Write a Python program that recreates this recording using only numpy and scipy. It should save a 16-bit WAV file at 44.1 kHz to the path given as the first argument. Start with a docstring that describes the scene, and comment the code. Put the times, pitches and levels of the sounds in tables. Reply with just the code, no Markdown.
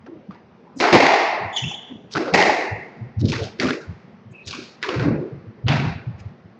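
"""A rubber ball smacks rackets, walls and floor in a rally on a hard-walled indoor court, heard from
above the glass back wall. Each blow excites a few broad modes. Feet thump the sprung boards, soles
squeak (stick-slip) and scuff; the court rings on after them, over the noise of the air handling.
A noise suppressor shuts each band once its ring nears the hall noise; a limiter holds down loud blows."""
import sys
import numpy as np
from scipy import signal
from scipy.fft import rfft, irfft
from scipy.io import wavfile
from scipy.ndimage import uniform_filter1d

SR = 44100
rng = np.random.default_rng(int(sys.argv[2]) if len(sys.argv) > 2 else 0)


def dump(signal):
    """Clip the signal to [-1, 1] and save it as 16-bit WAV at the path in sys.argv[1]."""
    limited = np.clip(np.atleast_2d(signal).T, -1, 1)
    pcm = np.round(limited * 32767).astype(np.int16)
    wavfile.write(sys.argv[1], SR, pcm)


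N = 290619
FINE_HZ = np.fft.rfftfreq(2048, 1 / SR)  # frequency grid of every colour curve


def ball_blows():
    """Each blow: a snap and a short rattle through the modes, then the court's ring in their colour."""
    # (time [s], level [dB], racket 0 to wall 1 [-], tilt [dB/octave], extra boom [dB],
    #  extra hollow [dB], extra knock [dB], first arrival over ring [dB], ring time [factor])
    blows = [(.063, -35.5, 0, -4, -4, 6.5, 6, 10, 0.041), (0.307, -35, 0.04, -4, -21, -6, 0, -10, 0.12),
             (.343, -34, 1, -3.5, -16, -6, 3.5, -13.5, 0.13),
             (.801, -15.5, 0.31, -0.5, -1.5, -4, -12, 8, 0.93),
             (0.826, -13, 0.54, -3.5, -18, -4, 7.5, 8.5, 0.27),
             (.927, -6, 0.59, -0.5, -9.5, -3, -7.5, 4.5, 0.93),
             (1.036, -16, 0.7, -2.5, -16, -6, -2, 2.5, 0.62), (1.136, -30.5, 1, -1.5, -16.5, 6, -3, 25, 1),
             (2.15, -26, 0.35, -0.5, 2, -3.5, 3, 3, 1), (2.338, -12.5, 0.96, 3.5, 10, 2, 0.5, 7.5, 0.8),
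             (3.32, -28.5, 0.4, 3.5, 8.5, 1.5, 2.5, 8.5, 0.55),
             (3.599, -28.5, 0.69, 6, 11.5, -1, 9.5, 17, 0.72), (4.476, -40.5, 0, 7, 6.5, -5.5, -3.5, 7, 1),
             (4.528, -34.5, 0, -1.5, -14.5, -19, -1, 15.5, 0.61),
             (4.828, -25, 0.4, -1, -2, -17, -0.5, 13, 0.88),
             (4.889, -32.5, 0.1, -2.5, 2, -24, 1.5, 17, 0.95),
             (4.997, -29, 0.6, -2.5, 0.5, -5, 2.5, 9.5, 0.59),
             (5.682, -22, 0.25, -1.5, -8, -2.5, -3, 12.5, 0.76),
             (6.182, -40, 0.6, 1.5, -13.5, -10, -1.5, 7.5, 0.55)]
    # rows: crack, fizz, boom, hollow, frame, knock, shell, upper shell
    # (centre [Hz], width [Hz], off a racket [dB], off a wall [dB])
    blow_modes = [(3446, 4370, 2, -10), (5940, 4200, -13, -15), (386, 275, 4.5, -6), (750, 317, -1.5, 2),
                  (1023, 300, -10.5, -9.5), (1400, 600, 0, -11.5), (1982, 467, -11.5, -1),
                  (2500, 600, -7.5, -10)]
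    hz, width_hz, racket_db, wall_db = np.transpose(blow_modes)
    hollow_row, knock_row = 3, 5
    pivot_hz, boom_below_hz = 1500, 500
    snap_db, snap_rise_s, rattle_db, rattle_t60_s = -6.5, 0.00045, -3, 0.037
    out, t = np.zeros(N), np.arange(2048) / SR
    for s, level_db, wall, tilt_db_oct, boom_db, hollow_db, knock_db, first_db, t60_factor in blows:
        mode_db = level_db + racket_db + wall * (wall_db - racket_db)
        mode_db[[hollow_row, knock_row]] += hollow_db, knock_db
        mode_db += tilt_db_oct * np.log2(hz / pivot_hz) + boom_db * (hz < boom_below_hz)
        modes = list(zip(mode_db, hz, width_hz))
        # the root keeps a mode's power independent of its width
        colour = sum(gain_of(db) * hump(FINE_HZ, f, w) * np.sqrt(SR / 2 / w) for db, f, w in modes)
        snap = sum(gain_of(db - 27 * w * t) * np.sin(2 * np.pi * f * t) for db, f, w in modes)
        snap *= gain_of(snap_db) * -np.expm1(-t / snap_rise_s)
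        rattle = irfft(rfft(rng.standard_normal(len(t))) * colour * hump(FINE_HZ, 4340, 5980))
        rattle *= gain_of(rattle_db - 60 * t / rattle_t60_s)
        add(out, s, gain_of(first_db) * (snap + rattle))
        add(out, s, court_ring(colour, t60_factor))
    return out


def clacks(t60_cycles=39):
    """Short pips of tone and hiss, most likely thrown back by a flat wall."""
    # lone clacks, most inside the ring of a blow: (time [s], level [dB], pitch [Hz])
    pips = [(.066, -24, 900), (0.309, -21, 1170), (0.347, -27, 1850), (.355, -26.5, 905),
            (0.8888, -14.5, 1480), (1.0663, 4.5, 1970), (1.136, 0, 765), (1.215, -7, 736),
            (1.715, -15, 803), (1.746, -20.5, 820), (2.112, -25, 2500), (2.152, -12.5, 1446),
            (2.158, -8.5, 1320), (2.168, -8.5, 1510), (2.28, -14.5, 1300), (2.358, -4.5, 1980),
            (2.39, 0, 832), (2.4249, 0.5, 1866), (2.495, 1.5, 842), (2.565, -11, 748), (2.612, -12.5, 1970),
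            (3.29, -21, 5000), (3.32, -15, 5910), (3.338, -10.5, 1840), (3.355, -14.5, 1980),
            (3.435, -19.5, 3300), (3.599, -10, 3050), (3.612, -18, 4000), (3.6239, -10, 1920),
            (3.656, -12, 1190), (3.668, -13.5, 2900), (3.685, -13.5, 1500), (3.689, -12, 1400),
            (3.7075, -6.5, 1680), (3.7067, -9, 3100), (3.733, -16, 2300), (4.474, -25.5, 5500),
            (4.478, -22, 3400), (4.51, -18.5, 4300), (4.529, -19.5, 3900), (4.536, -17, 1120),
            (4.828, -9.5, 1970), (4.836, -11, 1720), (4.843, -14.5, 1620), (4.845, -16, 2400),
            (4.847, -16.5, 977), (4.89, -12.5, 1120), (4.891, -13, 2900), (4.996, -12.5, 1524),
            (5.683, -6, 3100), (5.69, -9, 3000), (5.702, -20, 2210), (5.721, -19, 2300), (5.739, -19, 2900),
            (5.757, -15, 1860), (5.8, -16, 2290)]
    out, t = np.zeros(N), np.arange(2048) / SR
    for s, db, hz in pips:
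        hiss = band(rng.standard_normal(len(t)), centre_hz=2500, width_hz=5000)
        pip = np.sin(2 * np.pi * hz * t) + hz / 1700 * hiss
        add(out, s, gain_of(db - 60 * t * hz / t60_cycles) * pip)
    return out


def board_thumps(pushes=4):
    """Boards swing under a soft push that rebounds ever weaker; each leaves a low ring in the court."""
    # feet and low knocks: (time [s], level [dB], pitch [Hz], loss per rebound [dB])
    thumps = [(0.078, -26.5, 282, 15.5), (0.122, -24, 337.5, 8.5), (0.145, -36, 332, 19),
              (0.286, -24, 199, 20), (.924, -13, 238, 7.5), (0.765, -24.5, 276, 3.5), (0.933, -1, 360, 23),
              (1.415, -25.5, 116, 24), (1.03, -13, 280, 10), (1.446, -21, 108.6, 22), (1.625, -20, 134, 11),
              (1.653, -22.5, 167, 24.5), (1.902, -25.5, 266, 1.5), (1.957, -32.5, 111.8, 20.5),
              (2.154, -24, 159.5, 15), (2.145, -23, 425, 16), (2.168, -23, 428, 3), (2.196, -16, 334, 8),
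              (2.272, -19.5, 545, 8.5), (2.329, -18.5, 185, 1), (2.719, -18, 103.7, 12.5),
              (2.805, -30, 148.5, 21), (3.016, -19, 121, 9), (3.174, -13.5, 105, 5),
              (3.203, -16, 120.5, 13), (3.221, -17, 308.5, 6), (3.24, -9.5, 112, 5), (3.25, -15, 235.3, 9),
              (3.395, -18.5, 462, 11.5), (3.416, -17, 104.4, 9.5), (3.598, -15.5, 399.3, 14),
              (3.615, -14.5, 249, 22.5), (3.632, -18.5, 385, 14.5), (3.649, -14, 267.4, 19.5),
              (3.7, -22, 264, 14), (3.72, -23.5, 397, 3.5), (3.883, -17.5, 93.8, 18),
              (4.259, -26.5, 113, 8), (4.313, -32, 175, 16.5), (4.471, -25.5, 98.8, 15.5),
              (4.549, -24.5, 258, 12), (4.576, -28.5, 325, 14), (4.609, -27.5, 254, 13),
              (4.885, -19.5, 382.5, 7), (4.965, -15.5, 113.8, 1.5), (4.999, -18.5, 490, 14),
              (5.057, -10.5, 295.7, 5.5), (5.064, -15.5, 152.3, 1.5), (5.14, -30, 579, 4),
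              (5.209, -20, 369.7, 6), (5.326, -21, 145.7, 6), (5.472, -27, 114.5, 17),
              (5.576, -29, 442, 0.5), (5.648, -11, 121.5, 4.5), (5.698, -11.5, 143.3, 1.5),
              (5.8, -18, 168.4, 3), (5.867, -14.5, 106.6, 5), (6.072, -17, 124, 12.5),
              (6.139, -20, 104, 11.5), (6.203, -25.5, 99, 16.5), (6.258, -21, 106, 17.5),
              (6.451, -26, 169, 18.5)]
    push_s, lead_s, rebound_s = 0.04, 0.009, 0.041
    time_scatter, pitch_scatter = 0.1249, 0.12
    out, t = np.zeros(N), np.arange(0, 3 * push_s, 1 / SR)
    rise = t / (0.4 * push_s)
    push = (rise * np.exp(1 - rise)) ** 2
    sag = 1 - 0.028 * t / push_s
    chance = rng.standard_normal((len(thumps), pushes, 2))
    chance[:, 0] = 0  # only rebounds scatter
    for (s, db, hz, loss_db), draws in zip(thumps, chance):
        tail = court_ring(hump(FINE_HZ, hz, 2.12 * hz), t60_factor=0.26, samples=SR // 2)
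        tail *= gain_of(-10.5) * np.sqrt(SR / hz)
        for k, (late, sharp) in enumerate(draws):
            at_s = s + rebound_s * (k + time_scatter * late)
            gain = gain_of(db - k * loss_db)
            pitch_hz = hz * (1 + pitch_scatter * sharp) * sag
            add(out, at_s - lead_s, gain * push * np.sin(2 * np.pi * pitch_hz * t))
            add(out, at_s, gain * tail)
    return out


def squeaks(waver=0.033, grip_db=3, scrape_db=-23.5):
    """Rubber soles grip unevenly: a wavering stick-slip tone with its octave and a scrape of hiss."""
    # (time [s], level [dB], pitch [Hz], length [s], octave over fundamental [dB])
    slips = [(1.523, -27, 3410, 0.065, -8.5), (1.561, -11.5, 3324, 0.017, -12.5),
             (1.572, -16, 3000, 0.03, -8.5), (1.575, -31.5, 3495, .07, -3),
             (1.635, -17.5, 2780, 0.016, -15), (1.675, -30, 3445, 0.06, -5.5),
             (1.683, -28.5, 2970, 0.043, -4.5), (1.742, -19, 3364, 0.011, -16),
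             (4.316, -33.5, 2557, 0.13, -40.5), (4.525, -36.5, 2500, 0.043, -49)]
    out = np.zeros(N)
    for s, db, hz, length_s, octave_db in slips:
        n = round(length_s * SR)
        phase = 2 * np.pi * np.cumsum(hz * (1 + waver * wander(n, 80))) / SR
        grip = gain_of(grip_db * wander(n, 50))
        tone = grip * (np.sin(phase) + gain_of(octave_db) * np.sin(2 * phase))
        scrape = unit_rms(band(rng.standard_normal(n), centre_hz=1.6 * hz, width_hz=1.6 * hz))
        add(out, s, gain_of(db) * (tone + gain_of(scrape_db) * scrape) * signal.windows.tukey(n, 0.35))
    return out


def scuffs(grit_db=3.5):
    """Sliding soles and racket swishes: uneven hiss that swells up to the stop."""
    # (time [s], level [dB], centre [Hz], width [Hz], length [s])
    slides = [(0.655, -33, 913, 243, 0.057), (0.752, -28.5, 6380, 5050, 0.085),
              (2.097, -25, 3700, 7000, 0.051), (3.176, -29, 3200, 6460, .045),
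              (3.238, -27.5, 3230, 6000, 0.028), (3.264, -19.5, 3280, 6640, 0.05),
              (3.365, -30, 4040, 6060, 0.1), (4.299, -46.5, 7200, 1830, .035),
              (4.41, -37.5, 3850, 900, .06), (4.45, -27, 5180, 5100, 0.045),
              (5.659, -16, 2056, 3960, 0.076)]
    out = np.zeros(N)
    for s, db, hz, width_hz, length_s in slides:
        n = round(length_s * SR)
        hiss = unit_rms(band(rng.standard_normal(n), hz, width_hz))
        drag = gain_of(grit_db * wander(n, 150))
        swell = np.linspace(0, 1, n) * signal.windows.tukey(n, 0.3)
        add(out, s, gain_of(db) * hiss * drag * swell)
    return out


def with_court(direct, ring_db=-3):
    """Direct sound plus the court's reflections of it."""
    tail = court_ring(np.ones(len(FINE_HZ)), t60_factor=0.67)
    return direct + gain_of(ring_db) * signal.fftconvolve(direct, tail / np.linalg.norm(tail))[:N]


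def court_ring(colour, t60_factor, samples=SR):
    """Dense reflections of uneven size; each band builds up and dies at its own rate."""
    # court decay: (frequency [Hz], T60 before t60_factor [s])
    decay = [(100, 0.25), (300, 2.5), (800, 2.136), (1400, 2.1), (2000, 2.16), (2700, 1.69), (4000, 1.625),
             (7000, 1.284)]
    # ring build-up: (frequency [Hz], time constant [s])
    build_up = [(200, 0.00073), (800, 0.0042), (3000, 0.003)]
    slot_samples, uneven_db, clump_db, blend_s = 20, 2.5, 3.6, 0.17
    slots = np.arange(0, samples - slot_samples, slot_samples)
    n = len(slots)
    height = rng.choice([-1., 1.], n) * gain_of(uneven_db * rng.standard_normal(n))
    height *= gain_of(clump_db * wander(n, 16) * np.exp(-slots / SR / blend_s))  # early arrivals bunch
    taps = np.zeros(samples)
    taps[slots + rng.integers(0, slot_samples, n)] = height
    hz, t, spectra = signal.stft(unit_rms(taps), SR, nperseg=256)
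    spectra *= gain_of(-60 * t / (t60_factor * read(decay, hz)[:, None]))
    spectra *= -np.expm1(-t / read(build_up, hz)[:, None])
    return signal.oaconvolve(signal.istft(spectra, SR, nperseg=256)[1], minimum_phase(colour))


def hall_noise(level_db=-34):
    """Air handling and distant rumble: random spectra with drifting patches."""
    # (frequency [Hz], relative density [dB])
    spectrum = [(29, -83.5), (50, -55), (97, -8.5), (164, -16.5), (199, 8), (273, -41), (324, -11),
                (1130, -19.5), (1590, -22.5), (2950, -29), (3300, -32.5), (6200, -39), (6500, -48.5),
                (8000, -50.5), (10400, -78.5), (17600, -120)]
    # (frequency [Hz], rms patch depth [dB])
    patch_depth = [(300, 2.6), (1500, 1.5)]
    frames, hz = N // 256 + 5, np.fft.rfftfreq(1024, 1 / SR)
    real, imag, patches = rng.standard_normal((frames, len(hz), 3)).T
    patches = unit_rms(uniform_filter1d(uniform_filter1d(patches, 8, axis=0), 14, axis=1))
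    shape_db = read(spectrum, hz)[:, None] + read(patch_depth, hz)[:, None] * patches
    noise = signal.istft((real + 1j * imag) * gain_of(shape_db), nperseg=1024, noverlap=768)[1]
    return gain_of(level_db) * unit_rms(noise[:N])


def gain_of(db):
    """Decibels to amplitude gain."""
    return 10 ** (np.asarray(db) / 20)


def unit_rms(x):
    """Scales to rms 1."""
    return x / np.sqrt(np.mean(x ** 2) + 1e-20)


def wander(n, span):
    """n random values smoothed over span points, rms 1."""
    return unit_rms(uniform_filter1d(rng.standard_normal(n), size=span))


def read(points, hz):
    """Interpolates a table on a log-frequency axis."""
    point_hz, value = np.transpose(points)
    return np.interp(np.log(hz + 1), np.log(point_hz + 1), value)


def add(mix, s, sound):
    """Mixes a sound in at s seconds."""
    part = mix[round(s * SR):][:len(sound)]
    part += sound[:len(part)]


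def hump(hz, centre_hz, width_hz):
    """Steep resonance curve of height 1."""
    return 1 / (1 + (2 * (hz - centre_hz) / width_hz) ** 4)


def band(x, centre_hz, width_hz):
    """Filters through one broad resonance."""
    return irfft(rfft(x) * hump(np.fft.rfftfreq(len(x), 1 / SR), centre_hz, width_hz), len(x))


def minimum_phase(colour):
    """Filter taps with the given gain at FINE_HZ and no pre-ring."""
    cepstrum = irfft(np.log(colour + 1e-5))
    cepstrum[1:len(colour) - 1] *= 2
    cepstrum[len(colour):] = 0
    return irfft(np.exp(rfft(cepstrum)))


def scene():
    """All sources at the microphone, mono."""
    return (ball_blows() + clacks() + board_thumps() + with_court(squeaks() + scuffs()) + hall_noise())[None]


def suppress(x, recent_db=-14):
    """Removes each band's noise share, judged from its quietest moments; opens at once, shuts late."""
    # (frequency [Hz], threshold over the quietest moments [dB])
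    margin = [(100, 8), (300, 8), (800, 9), (2000, 9), (4000, 9), (7000, 9)]
    # (frequency [Hz], gain when shut [dB])
    shut = [(100, -8), (400, -11), (1000, -12), (3000, -13), (7000, -13)]
    hz, _, spectra = signal.stft(x, SR, nperseg=512, noverlap=384)
    edges_hz = np.append(np.geomspace(170, 8000, 16), SR)
    in_band = (np.searchsorted(edges_hz, hz) == np.arange(len(edges_hz))[:, None]) * 1.
    power = uniform_filter1d(in_band @ abs(spectra) ** 2, size=7, axis=1) + 1e-20
    lagged = signal.lfilter([0.16], [1, 0.16 - 1], power, axis=1)
    recent = signal.lfilter([0.004], [1, 0.004 - 1], power, axis=1)
    floor = np.percentile(lagged, 10, axis=1) * gain_of(2 * read(margin, edges_hz))
    noise = floor[:, None] + gain_of(2 * recent_db) * recent  # long loud sound lifts the estimate
    gain = np.maximum(1 - noise / np.maximum(power, lagged), gain_of(read(shut, edges_hz))[:, None])
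    return signal.istft(spectra * (in_band.T @ gain), SR, nperseg=512, noverlap=384)[1][:N]


def record(dry):
    """Microphone colour, suppressor, gain control, soft limiter, output colour, hard clip, low-pass."""
    # microphone response: (frequency [Hz], gain [dB])
    mic = [(30, -27.5), (70, -7), (120, -2.5), (5000, -8.5), (6900, -11.5)]
    # output stage, trims the lowest bass and drops the top in steps: (frequency [Hz], gain [dB])
    output_stage = [(35, -9), (70, 0), (7050, 0), (7350, -8), (8100, -5), (8250, -22), (9400, -14),
                    (9600, -38), (11000, -42)]
    threshold_db, cut_db_per_db, hold_fall_db_s = -6.5, 0.36, 31
    soft_ceiling, hard_ceiling, edge_hz = 0.715, 0.716, 16000
    hz = np.fft.rfftfreq(N, 1 / SR)
    x = suppress(irfft(rfft(dry[0]) * gain_of(read(mic, hz)), N))
    power_db = 10 * np.log10(abs(uniform_filter1d(x ** 2, size=400)) + 1e-12)
    fall_db = np.arange(N) * hold_fall_db_s / SR
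    held_db = np.maximum.accumulate(power_db + fall_db) - fall_db
    over_db = np.maximum(held_db - threshold_db, 0)
    x = x / gain_of(cut_db_per_db * uniform_filter1d(over_db, size=200))
    x = x / (1 + abs(x / soft_ceiling) ** 4) ** 0.25
    x = irfft(rfft(x) * gain_of(read(output_stage, hz)), N)
    x = np.clip(x, -hard_ceiling, hard_ceiling)
    low_pass = signal.firwin(511, edge_hz, window=("kaiser", 9), fs=SR)
    return signal.oaconvolve(x, low_pass, "same")[None]


dry = scene()
out = record(dry)
dump(out)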